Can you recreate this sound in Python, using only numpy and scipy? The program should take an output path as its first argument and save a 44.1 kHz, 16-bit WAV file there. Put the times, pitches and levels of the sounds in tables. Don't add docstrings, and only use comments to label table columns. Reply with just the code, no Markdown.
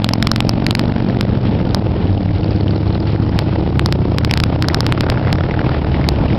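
import sys
import numpy as np
from scipy import signal
from scipy.fft import rfft, irfft, next_fast_len
from scipy.io import wavfile
from scipy.ndimage import uniform_filter1d, map_coordinates

SR = 44100
rng = np.random.default_rng(int(sys.argv[2]) if len(sys.argv) > 2 else 0)


def how_loud(loudness_db):
    steps = np.asarray(loudness_db, float) / 20
    return 10 ** steps


def unload_audio(sound):
    columns = np.transpose(np.atleast_2d(sound))
    steps = np.round(np.clip(columns, -1, 1) * 32767)
    wavfile.write(sys.argv[1], SR, steps.astype(np.int16))


N = 281358
T = np.arange(N) / SR


def unit(x):
    return x / np.sqrt(np.mean(x ** 2) + 1e-20)


def along(points, hz):
    f, v = np.transpose(points)
    return np.interp(np.log(hz + 1), np.log(f + 1), v)


def curve(points):
    s, value = np.transpose(points)
    return np.interp(T, s, value)


def wobble(rate):
    coarse = np.arange(0, N + 32, 32)
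    knots = rng.standard_normal(int(N * rate / SR) + 4)
    smooth = map_coordinates(knots, [coarse * rate / SR])
    return np.interp(np.arange(N), coarse, smooth)


def filtered(x, response):
    m = next_fast_len(N + SR // 4)
    return irfft(rfft(x, m) * response(np.fft.rfftfreq(m, 1 / SR)), m)[:N]


def noise(spectrum):
    return unit(filtered(rng.standard_normal(N), lambda hz: how_loud(along(spectrum, hz))))


def ring(hz, width_hz):
    return lambda f: 1j * f * width_hz / (hz * hz - f * f + 1j * f * width_hz)


def through(blows, response):
    early = 512
    pulse = np.roll(irfft(response(np.fft.rfftfreq(4096, 1 / SR))), early)
    return signal.oaconvolve(blows, pulse)[early:][:N]


def spell(start, end, rise, fade):
    return -rise * np.maximum(start - T, 0) - fade * np.maximum(T - end, 0)


# time in seconds, speed in cycles a second.
FIRST_SPEED = [(0, 21.65), (0.4, 22.6), (0.8, 23.65), (1.25, 24.54), (1.9, 26.0)]
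SECOND_SPEED = [(.9, 21.6), (1.35, 21.7), (1.8, 21.1), (2.2, 18), (2.5, 16.8)]
THIRD_SPEED = [(1.9, 19.4), (2.6, 20), (3, 20.5), (3.5, 20.95), (4, 21.6), (4.5, 22.5), (5.1, 24.1),
               (5.6, 25.5), (5.8, 26.2), (6.38, 27.3)]
FOURTH_SPEED = [(2.4, 14.9), (3, 15.1), (3.6, 15.1), (4.1, 15.48), (4.5, 16.02), (4.95, 17.06), (5.5, 18.0),
                (6.38, 19.6)]
FIFTH_SPEED = [(2.3, 24.5), (2.8, 24.8), (3, 25.3), (3.4, 25.7), (3.6, 26.4), (4, 28.3), (4.6, 29.5)]
SIXTH_SPEED = [(4.9, 17.9), (5.25, 18.9), (5.6, 19.5), (6, 20.3), (6.38, 21.2)]
SEVENTH_SPEED = [(5.3, 15), (6.38, 14.5)]


def procession():
    return (bike(0, FIRST_SPEED, pipe(390, 0.002776, 1.3, 170, 1.5), lag=0.432,
                 rear_db=-1.1, rear_push=0.3, rasp_db=-11, tick_hz=3500, tick_db=-19)
            + bike(1, SECOND_SPEED, pipe(260, 0.00342, 1.6, 110, -18), lag=0.38,
                   rear_db=1, rear_push=0.48, rasp_db=-17, tick_hz=2500, tick_db=-36)
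            + bike(2, THIRD_SPEED, pipe(390, 0.00267, 1.48, 150, -1.1), lag=0.43,
                   rear_db=-5, rear_push=0.57, rasp_db=-19, tick_hz=4230, tick_db=-22)
            + bike(3, FOURTH_SPEED, pipe(540, 0.00383, 0.81, 120, 3.1), lag=0.425,
                   rear_db=0.3, rear_push=1.05, rasp_db=-8.5, tick_hz=1800, tick_db=-35.5)
            + bike(4, FIFTH_SPEED, pipe(240, 0.0022, 2.2, 403, -6), lag=0.59,
                   rear_db=-10, rear_push=0.47, rasp_db=-28, tick_hz=4200, tick_db=-19.5)
            + bike(5, SIXTH_SPEED, pipe(500, 0.00271, 0.94, 135, 5), lag=0.43,
                   rear_db=0.5, rear_push=0.32, rasp_db=-4, tick_hz=1700, tick_db=-32)
            + bike(6, SEVENTH_SPEED, pipe(320, 0.0054, 0.29, 68, -2.3), lag=0.72,
                   rear_db=-11, rear_push=0.63, rasp_db=-10, tick_hz=2500, tick_db=-31))


def bike(place, speed, exhaust, lag, rear_db, rear_push, rasp_db, tick_hz, tick_db):
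    cycles = turns(place, speed)
    puffs, ticks, swell = np.zeros(N), np.zeros(N), np.zeros(N)
    for shift, db, push in ((0, 0, 1), (lag, rear_db, rear_push)):
        turn = cycles - shift
        at = np.flatnonzero(np.diff(np.floor(turn)))
        chance = rng.standard_normal((len(at), 2))
        blows = np.zeros(N)
        blows[at] = how_loud(db + 2.4 * chance[:, 0])
        puffs += through(blows, lambda f: exhaust(f, push))
        ticks[np.minimum(at + 70, N - 1)] = how_loud(3 * chance[:, 1])
        swell += how_loud(db) * np.exp(-9 * ((0.06 - turn) % 1))
    exhaust_db, drone_db = loudness(place)
    chug = unit(puffs) + how_loud(rasp_db) * gas_rasp(swell) + how_loud(tick_db) * valves(place, ticks, tick_hz)
    rear = lambda f: exhaust(f, rear_push) * how_loud(rear_db)
    return how_loud(exhaust_db) * chug + how_loud(drone_db + 0.5) * drone(place, speed, cycles, exhaust, rear, lag)


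FIRES = [.0446, 1.7468, 2.41, 3.7948, 3.003, 5.594, 5.51]


def turns(place, speed):
    cycles = np.cumsum(curve(speed)) / SR
    return cycles - cycles[round(FIRES[place] * SR)]


def pipe(puff_hz, echo_s, echo, boom_hz, boom_db):
    def response(f, push=1):
        puff = push * np.exp(-(f / puff_hz) ** 1.17)
        suck = echo * np.exp(-(f / (0.87 * puff_hz)) ** 1.04 - 2j * np.pi * f * echo_s)
        boom = how_loud(boom_db) * ring(boom_hz, 45)(f)
        return (puff - suck + boom) * (f / (f + 40)) ** 2
    return response


# start in seconds, end in seconds, exhaust level in dB, change in dB a second.
PASSES = [
    (0, 1.7, -20.5, -1),
    (1.05, 2.7, -21.5, 2),
    (2.08, 7.9, -21, -3),
    (2.58, 5.55, -27, 2.4),
    (2.38, 4.06, -28, 0),
    (5.05, 6.38, -24, -1.5),
    (5.5, 7.3, -34.5, 15.5),
]
# start in seconds, end in seconds, level of the fifth order in dB.
PULLS = [
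    [(0, .45, -18), (.45, .85, -17.5), (.85, 1.2, -20.5), (1.2, 1.6, -23)],
    [(1.197, 1.75, -16.5), (1.8, 2.3, -19)],
    [(2.1, 2.9, -13.5), (2.9, 3.5, -15), (3.5, 4.1, -17.5), (4.1, 4.6, -16.5), (4.9, 5.3, -13),
     (5.7, 6.2, -17)],
    [(2.6, 3.05, -19), (3.05, 3.6, -18), (3.6, 4.2, -15.5), (4.2, 4.7, -18.5), (4.7, 5.3, -21),
     (5.3, 5.6, -16.5)],
    [(2.35, 3.1, -33.5), (3.2, 4.1, -31.5)],
    [(5.4, 5.8, -27), (5.8, 6.38, -25)],
    [(5.83, 6.05, -13.5)],
]


def loudness(place):
    start, end, db, change = PASSES[place]
    heard_db = spell(start, end, rise=89, fade=77.5)
    pulls_db = [level + spell(a, b, rise=52, fade=52) for a, b, level in PULLS[place]]
    exhaust_db = db + change * (np.clip(T, start, end) - start)
    return exhaust_db + heard_db, np.max(pulls_db, axis=0) + heard_db


# multiple of the cycle rate, level in dB against the fifth.
ORDERS_OF = [
    [(4, -11), (6, -8), (7, -15.5), (8, -10), (9, -13.5), (10, -5), (12, -10), (13, -18), (14, -15)],
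    [(4, -11.5), (6, -8), (9, -3), (2, -12.5), (7, -18), (16, -12.5)],
    [(9, -12), (10, -13), (15, -10.5), (16, -18.5)],
    [(4, -13), (7, -26), (8, -10.5), (9, -7), (11, -13), (12, -13), (14, -17.5), (17, -10), (19, -14)],
    [(13, 4), (12, -1), (6, 3.5)],
    [(4, -11.5), (6, -2.5), (7, -1), (9, -3.5), (15, -11), (16, -7.5)],
    [(4, -10), (10, -12)],
]
UPPER_UNTIL = [1.6, 2.9, 3.85, 5.7, 4.1, 6.4, 7.3]


def drone(place, speed, cycles, front, rear, lag):
    drift = 0.067 * wobble(6)
    turned_db = spell(0, UPPER_UNTIL[place], rise=0, fade=30)
    rate = np.mean(np.transpose(speed)[1])
    out = np.zeros(N)
    for k, db in [(5, 0.014)] + ORDERS_OF[place]:
        step = np.angle(front(k * rate) + rear(k * rate) * np.exp(-2j * np.pi * k * lag))
        level_db = db + 1.2 * wobble(2) + (k > 5) * turned_db
        out += how_loud(level_db) * np.cos(2 * np.pi * k * cycles + step + drift)
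    return out


# frequency in Hz, level in dB per Hz.
RASP = [(200, -44), (500, 19.5), (1000, 7.5), (2000, 2), (3500, -8), (6000, -31.5)]


def gas_rasp(swell):
    return unit(swell * how_loud(2.6 * wobble(60)) * noise(RASP))


TICKS_UNTIL = [1.7, 1.9, 6.3, 5.5, 3.6, 6, 8.4]


def valves(place, ticks, hz):
    burst = signal.lfilter([1], [1, -how_loud(-60 / SR / 0.009)], ticks) * rng.standard_normal(N)
    return unit(through(burst, ring(hz, 1500))) * how_loud(spell(0, TICKS_UNTIL[place], rise=0, fade=26.5))


# time in seconds, peak level in dB, gain dip after it in dB.
PUSHES = [(0.182, -8, 2.5), (0.537, -7.5, 2), (0.581, -9, -4), (0.6229, -3, 2), (1.0033, -7.5, 2),
          (1.1283, -10.5, 1), (1.3361, -11.5, 2.5), (1.3606, -10.5, 1.0), (1.3877, -14, 12),
          (1.5276, -5, 6), (1.5685, -9, 3.0), (1.605, -6, 1), (1.6313, -11.5, 6), (1.6784, -12.5, 9),
          (1.7738, -6.5, -2), (1.9672, -7.5, 6.5), (2.2341, -10.5, 7), (2.3168, -10.5, 11), (2.5226, -6, 4),
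          (2.5781, -11, 5), (2.6448, -9.5, 4.5), (2.8071, -8.3, 2), (2.9559, -12, 1), (3.0415, -12, 5),
          (3.1026, -9, 3), (3.237, -11, 3.5), (3.4856, -7.5, 4), (3.4947, -7.5, 6), (3.7281, -8.5, 6.0),
          (3.8169, -6, 1.5), (3.9906, -9, 0.0), (4.0556, -4, 7), (4.1203, -5.5, 5.0), (4.1492, -10, 4),
          (4.211, -9, 2.5), (4.2773, -7, 5), (4.4995, -12.5, -4.5), (4.5264, -5, -2), (4.5617, -4, 9),
          (4.7107, -8.5, -2), (4.8323, -7.5, 4), (4.95, -10.5, 10), (5.0442, -10.2, 8), (5.1249, -5.5, -3),
          (5.1412, -9, 4.5), (5.2155, -4, 5), (5.2395, -10, 3), (5.384, -11.5, 4), (5.408, -8.5, 2.5),
          (5.4891, -5.5, 7), (5.5156, -11.5, 4), (5.551, -14.5, 12.5), (5.6104, -10.0, 3.5),
          (5.694, -11.5, -1), (5.7913, -11.5, 2), (5.8308, -9.5, 3), (5.9526, -7.5, -3), (6.1392, -8.5, 4),
          (6.2682, -10.5, 8), (6.3638, -7.5, 6.5)]
SUCKS = [(0.0669, -13.5, 4), (0.1576, -7.4, 2), (0.3377, -11, 5), (0.4505, -5.5, 1), (0.54, -7, 5),
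         (0.5832, -5, 9.0), (0.7286, -14, 14), (0.841, -5.5, 2), (0.8564, -8, 3.5), (0.9234, -9.5, 13),
         (0.9653, -8.5, 7.5), (1.007, -11, 1), (1.0477, -11, 12), (1.1059, -10, 6), (1.1713, -4.5, 13),
         (1.252, -9, 12), (1.2999, -13, 1), (1.4131, -9, 1.5), (1.553, -3.5, 0), (1.6169, -12.5, 6.5),
         (1.7964, -8, 11), (1.8246, -6, 11), (1.8695, -5.5, 5), (1.92, -9, 10), (1.9419, -10.5, 5.5),
         (2.1508, -5.5, 11), (2.1796, -8.5, 5), (2.2612, -9, 13), (2.4122, -13, 8), (2.4463, -7, 4),
         (2.6102, -7.5, 4), (2.781, -7.5, 9), (2.819, -11, 5.5), (2.9078, -9.5, 2.0), (2.9567, -10.5, 2.5),
         (2.98, -5, 16.5), (3.148, -8, -2), (3.1619, -10, 8), (3.2947, -9, 8), (3.4226, -7.5, 9),
         (3.5618, -6, 6.5), (3.612, -7.5, 8.5), (3.6387, -7.5, 3), (3.6768, -4, 6), (3.7065, -8, 5.0),
         (3.8646, -8, 0), (3.9299, -11.5, 4), (3.9592, -6.5, 5), (4.503, -7.6, 5), (4.7899, -8.5, -5),
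         (4.981, -5, 3), (5.1972, -8.5, 6), (5.3561, -12.5, 3.5), (5.456, -8.5, 5.0), (5.5923, -11, -3),
         (5.6164, -3.5, 5), (5.6659, -4.5, -2.5), (5.7956, -11.5, 14), (5.8511, -8, 7), (5.8896, -9.5, 3)]
# frequency in Hz, level in dB per Hz.
HISS = [(300, -20.5), (700, 3.5), (1200, 3), (2000, 3.5), (3000, 3.5), (4500, -5), (6000, -13.5)]


def hard_firings():
    blows = np.zeros(N)
    for sign, rows in ((0.7, PUSHES), (-0.79, SUCKS)):
        s, db, _ = np.transpose(rows)
        blows[np.round(s * SR).astype(int)] = sign * how_loud(db + 2.5)
    shape = lambda f: np.exp(-(f / 650) ** 2.03) * (f / (f + 90)) ** 2
    peak = irfft(shape(np.fft.rfftfreq(4096, 1 / SR)))[0]
    lead = signal.lfilter([1], [1, -np.exp(-1 / (0.0047 * SR))], np.abs(blows)[::-1])[::-1]
    return through(blows, shape) / peak + how_loud(-22.5) * lead * noise(HISS)


def column_dips():
    marks, t = np.zeros(N), np.arange(-200, 201) / SR
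    marks[[round(row[0] * SR) for row in PUSHES + SUCKS]] = 1
    cover = np.convolve(marks, np.exp(-(t / 0.0011) ** 2), "same")
    return 1 - np.clip(0.5 * cover, 0, 1)


# time in seconds, peak level in dB, pitch in Hz.
POPS = [(2.432, -22.5, 2900), (2.507, -25, 1340), (2.6807, -16, 2990), (2.709, -23, 1520),
        (2.9535, -17.5, 1350), (3.193, -25.5, 1555), (3.265, -27, 1510), (4.2962, -15.5, 2250),
        (4.3547, -18, 1346), (4.6441, -11, 1494), (4.7007, -12.5, 1950), (4.844, -16.5, 1385),
        (4.9768, -10, 1320), (2.4802, -27.5, 2705), (2.508, -21, 4730), (2.53, -24, 2700),
        (2.532, -26.5, 4510), (2.6092, -21, 4330), (2.6317, -25.5, 2840), (2.708, -22, 4600),
        (2.759, -24, 4200), (2.878, -25, 4270), (2.904, -22, 1330), (2.927, -23.5, 4200),
        (2.9753, -27.5, 2310), (3.0716, -22, 1350), (3.4878, -23.5, 1325), (3.5266, -20.5, 1200),
        (3.557, -20.5, 1910), (4.176, -24.5, 2500), (4.236, -20, 1486), (4.7333, -14, 1017),
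        (5.0347, -12, 1400), (5.262, -19, 2030), (5.281, -13.5, 1920), (5.29, -16.5, 906),
        (5.293, -14.5, 989.2), (5.311, -15.5, 1300), (3.161, -21.5, 1504), (3.224, -24, 1450),
        (3.291, -29.5, 1534), (3.326, -23, 1500), (3.35, -22.5, 1604), (4.116, -30.5, 2225),
        (5.8459, -13.5, 1240), (5.944, -14, 1990), (6.013, -18, 1800), (6.042, -15.5, 2150),
        (6.16, -20.5, 3000), (6.303, -16, 2030), (6.331, -17, 2305), (6.349, -24.5, 3610),
        (4.891, -20.5, 1350), (5.066, -14, 1450), (5.0871, -13.5, 1340), (5.118, -15.5, 1687),
            (5.1425, -16, 1430), (5.1742, -9.5, 1406), (5.1963, -18.5, 1345), (5.227, -14.5, 1450),
            (5.249, -14, 1600), (5.273, -13, 1450), (5.303, -16.5, 2160), (5.356, -12, 1320),
            (5.3849, -12, 1720), (5.408, -10, 1345), (5.437, -13.5, 1844), (5.465, -23.5, 1440),
            (5.488, -24, 1690), (5.5107, -12, 2060), (5.5405, -12, 1580), (5.563, -26, 1750),
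            (5.5922, -8.5, 1530), (5.6145, -12.5, 1680), (5.6432, -18.5, 1410), (5.663, -21.5, 2500),
            (5.6926, -10.5, 1337), (5.716, -22, 1620), (5.7445, -15, 1726), (5.765, -25, 1405),
            (5.8156, -22, 2040), (5.8662, -23, 2180), (5.8945, -20.5, 1420), (5.918, -22.5, 2940),
            (5.9638, -22, 1990), (6.11, -24.5, 2660), (6.1865, -23.5, 2300), (6.2068, -20.5, 1410),
            (6.282, -19, 2710),
        (0.855, -24.5, 1360), (0.876, -24.5, 1350), (0.9215, -23.5, 1580), (0.9394, -23.5, 1460),
                  (0.9628, -18, 1550), (0.981, -22.5, 1594), (1.004, -20.5, 1424), (1.0635, -23.5, 1510),
                  (1.0985, -17.5, 1800), (1.1475, -22, 1580), (1.2515, -22.5, 1860), (1.2715, -23.5, 1430),
                  (1.291, -20, 1264), (1.3226, -20, 1620), (1.3529, -19, 1560), (1.4523, -21, 1280),
                  (1.601, -16.5, 1320), (1.6501, -25, 1750), (1.8634, -22, 1410), (2.071, -22, 2910),
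                  (2.1768, -19.5, 2870), (2.218, -25, 2260), (2.2902, -21, 2040), (2.308, -22, 1850)]
VALVE_TICKS = [(2.3511, -27.5, 3930), (2.4094, -27, 4390), (2.4438, -22, 4510), (2.5576, -30.5, 4410),
               (2.7786, -29, 3930), (2.9048, -28, 3710), (2.9482, -19.5, 4040), (3.0026, -21.5, 4980),
               (3.0245, -29.5, 4250), (3.0724, -23, 4520), (3.1198, -29.5, 4060), (3.1433, -32, 4200),
               (3.2176, -33.5, 4080), (3.2929, -25.5, 4860), (3.4092, -30, 4520)]


def pops():
    out, t = np.zeros(N + 500), np.arange(500) / SR
    for s, db, hz in POPS + VALVE_TICKS:
        crack = np.sin(2 * np.pi * hz * t) + 0.36 * rng.standard_normal(len(t))
        envelope = how_loud(db + 4.5 - 60 * t / 0.0069) * (1 - np.exp(-t / 0.000053))
        out[round(s * SR):][:len(t)] += envelope * crack
    return out[:N]


# start in seconds, end in seconds, pitch in Hz, level in dB.
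HUM = (1.3, 2, 81, -17.5)


def hum():
    start, end, hz, db = HUM
    return how_loud(db + spell(start, end, rise=52, fade=52)) * np.sin(2 * np.pi * hz * T)


# time in seconds, rumble level in dB.
FAR = [(0, -23), (.6, -17.5), (1.2, -17), (1.9, -16), (2.7, -20.5), (3.3, -17), (4, -20.5), (4.6, -18),
       (5.3, -16.5), (5.9, -15.5), (6.38, -12)]
# frequency in Hz, level in dB per Hz.
RUMBLE = [(15, -51), (25, -8), (80, -3.5), (104, -2), (248, -9.5), (321, -7), (368, -14), (637, -21.5),
          (852, -19), (1050, -31), (1500, -32.5), (1950, -80), (3300, -120)]


def far_traffic():
    rumble_db = curve(FAR)
    hiss_db = -38 + 0.96 * (rumble_db - rumble_db.mean())
    rumble = unit(how_loud(1.3 * wobble(25)) * noise(RUMBLE))
    hiss = unit(how_loud(3 * wobble(40)) * noise(HISS))
    return how_loud(rumble_db) * rumble + how_loud(hiss_db) * hiss


def scene():
    column = procession() + hum() + far_traffic()
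    return (column * column_dips() + hard_firings() + pops())[None]


def gain_control(x, level_db, window_s, grip):
    power = np.abs(uniform_filter1d(x * x, int(window_s * SR))) + 1e-8
    return x * (how_loud(level_db) / np.sqrt(power)) ** grip


# time in seconds, count of wrapped samples, spacing in converter samples.
EARLY_OVERFLOWS = [(0.04451, 2, 3), (0.09023, 1, 0), (0.13574, 3, 2), (0.22628, 2, 6), (0.271, 2, 10),
                   (0.31587, 2, 2), (0.3166, 2, 2), (0.36116, 1, 0), (0.40505, 2, 1), (0.40541, 1, 0),
                   (0.49338, 3, 2), (0.66601, 2, 5), (0.70909, 2, 3), (0.75154, 2, 5), (0.79444, 1, 0),
                   (1.21023, 1, 0), (1.74692, 2, 2)]
LATE_OVERFLOWS = [(3.39018, 1, 0), (3.79478, 2, 1), (3.86039, 2, 2), (3.92524, 1, 0), (4.18456, 1, 0),
                  (4.2485, 1, 0), (4.31172, 2, 4), (4.33821, 2, 5), (4.37503, 1, 0), (4.40179, 1, 0),
                  (4.43726, 2, 9), (4.62438, 1, 0), (4.68551, 2, 2), (4.74546, 2, 2), (4.74619, 1, 0),
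                  (4.80633, 2, 2), (4.86583, 1, 0), (4.92394, 2, 1), (5.0085, 1, 0), (5.10039, 1, 0),
                  (5.32868, 1, 0), (6.08853, 2, 3), (6.08898, 1, 0)]
STEP, GRID = 4, 3
FULL, RAIL = 0.73, 0.69


def peak_dips():
    dips = [(s, dip) for s, _, dip in PUSHES + SUCKS]
    dips += [(row[0], 3.5) for row in EARLY_OVERFLOWS + LATE_OVERFLOWS]
    s, dip_db = np.transpose(dips)
    delay_s, recover_s = 0.002, 0.011
    at = np.round((s + delay_s) * SR).astype(int)
    kicks = np.bincount(at, np.maximum(dip_db, 0), N)[:N]
    sag_db = signal.lfilter([1], [1, -np.exp(-1 / (recover_s * SR))], kicks)
    return how_loud(-uniform_filter1d(sag_db, size=60))


def convert(x, slope_s, reach_s, hold_s, grain_db):
    loud = np.sqrt(np.abs(uniform_filter1d(x * x, 200)))
    grain = how_loud(grain_db) * loud ** 0.65 * rng.standard_normal(N)
    slow = (x + grain)[GRID::STEP]
    slow /= (1 + np.abs(slow / (1.02 * FULL)) ** 6) ** (1 / 6)
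    t = (np.arange(len(slow)) * STEP + GRID) / SR
    wrapped = []
    for s, count, spacing in EARLY_OVERFLOWS + LATE_OVERFLOWS:
        wraps = round((s * SR - GRID) / STEP) + int(spacing) * np.arange(int(count))
        near = slice(wraps[0] - 50, wraps[-1] + 50)
        before, after = t[wraps[0]] - t[near], t[near] - t[wraps[-1]]
        away = np.maximum(np.maximum(before, after - hold_s), 0)
        crest = RAIL * np.clip(1.12 - away / slope_s, -0.2, 1)
        slow[near] += np.maximum(crest - slow[near], 0) * np.exp(-(away / reach_s) ** 2)
        wrapped += list(wraps)
    slow[wrapped] = -RAIL
    return slow


def band_limit(x):
    return signal.sosfilt(signal.butter(12, 16810, fs=SR, output="sos"), x)


def record(dry):
    band = filtered(dry[0], lambda hz: hz < SR / STEP / 2)
    x = gain_control(band, level_db=-14, window_s=0.12, grip=0.72)
    offset = 0.005
    fast = np.zeros(N)
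    fast[GRID::STEP] = STEP * convert(x * peak_dips() + offset, slope_s=0.00063, reach_s=0.0019,
                                      hold_s=0.0003, grain_db=-38.5)
    smooth = filtered(fast, lambda hz: np.clip((5900 - hz) / 700, 0, 1))
    full = np.clip(smooth, -FULL, FULL)
    mix = filtered(full, lambda hz: np.clip((16800 - hz) / 1500, 0, 1))
    return band_limit(mix[None])


dry = scene()
out = record(dry)
unload_audio(out)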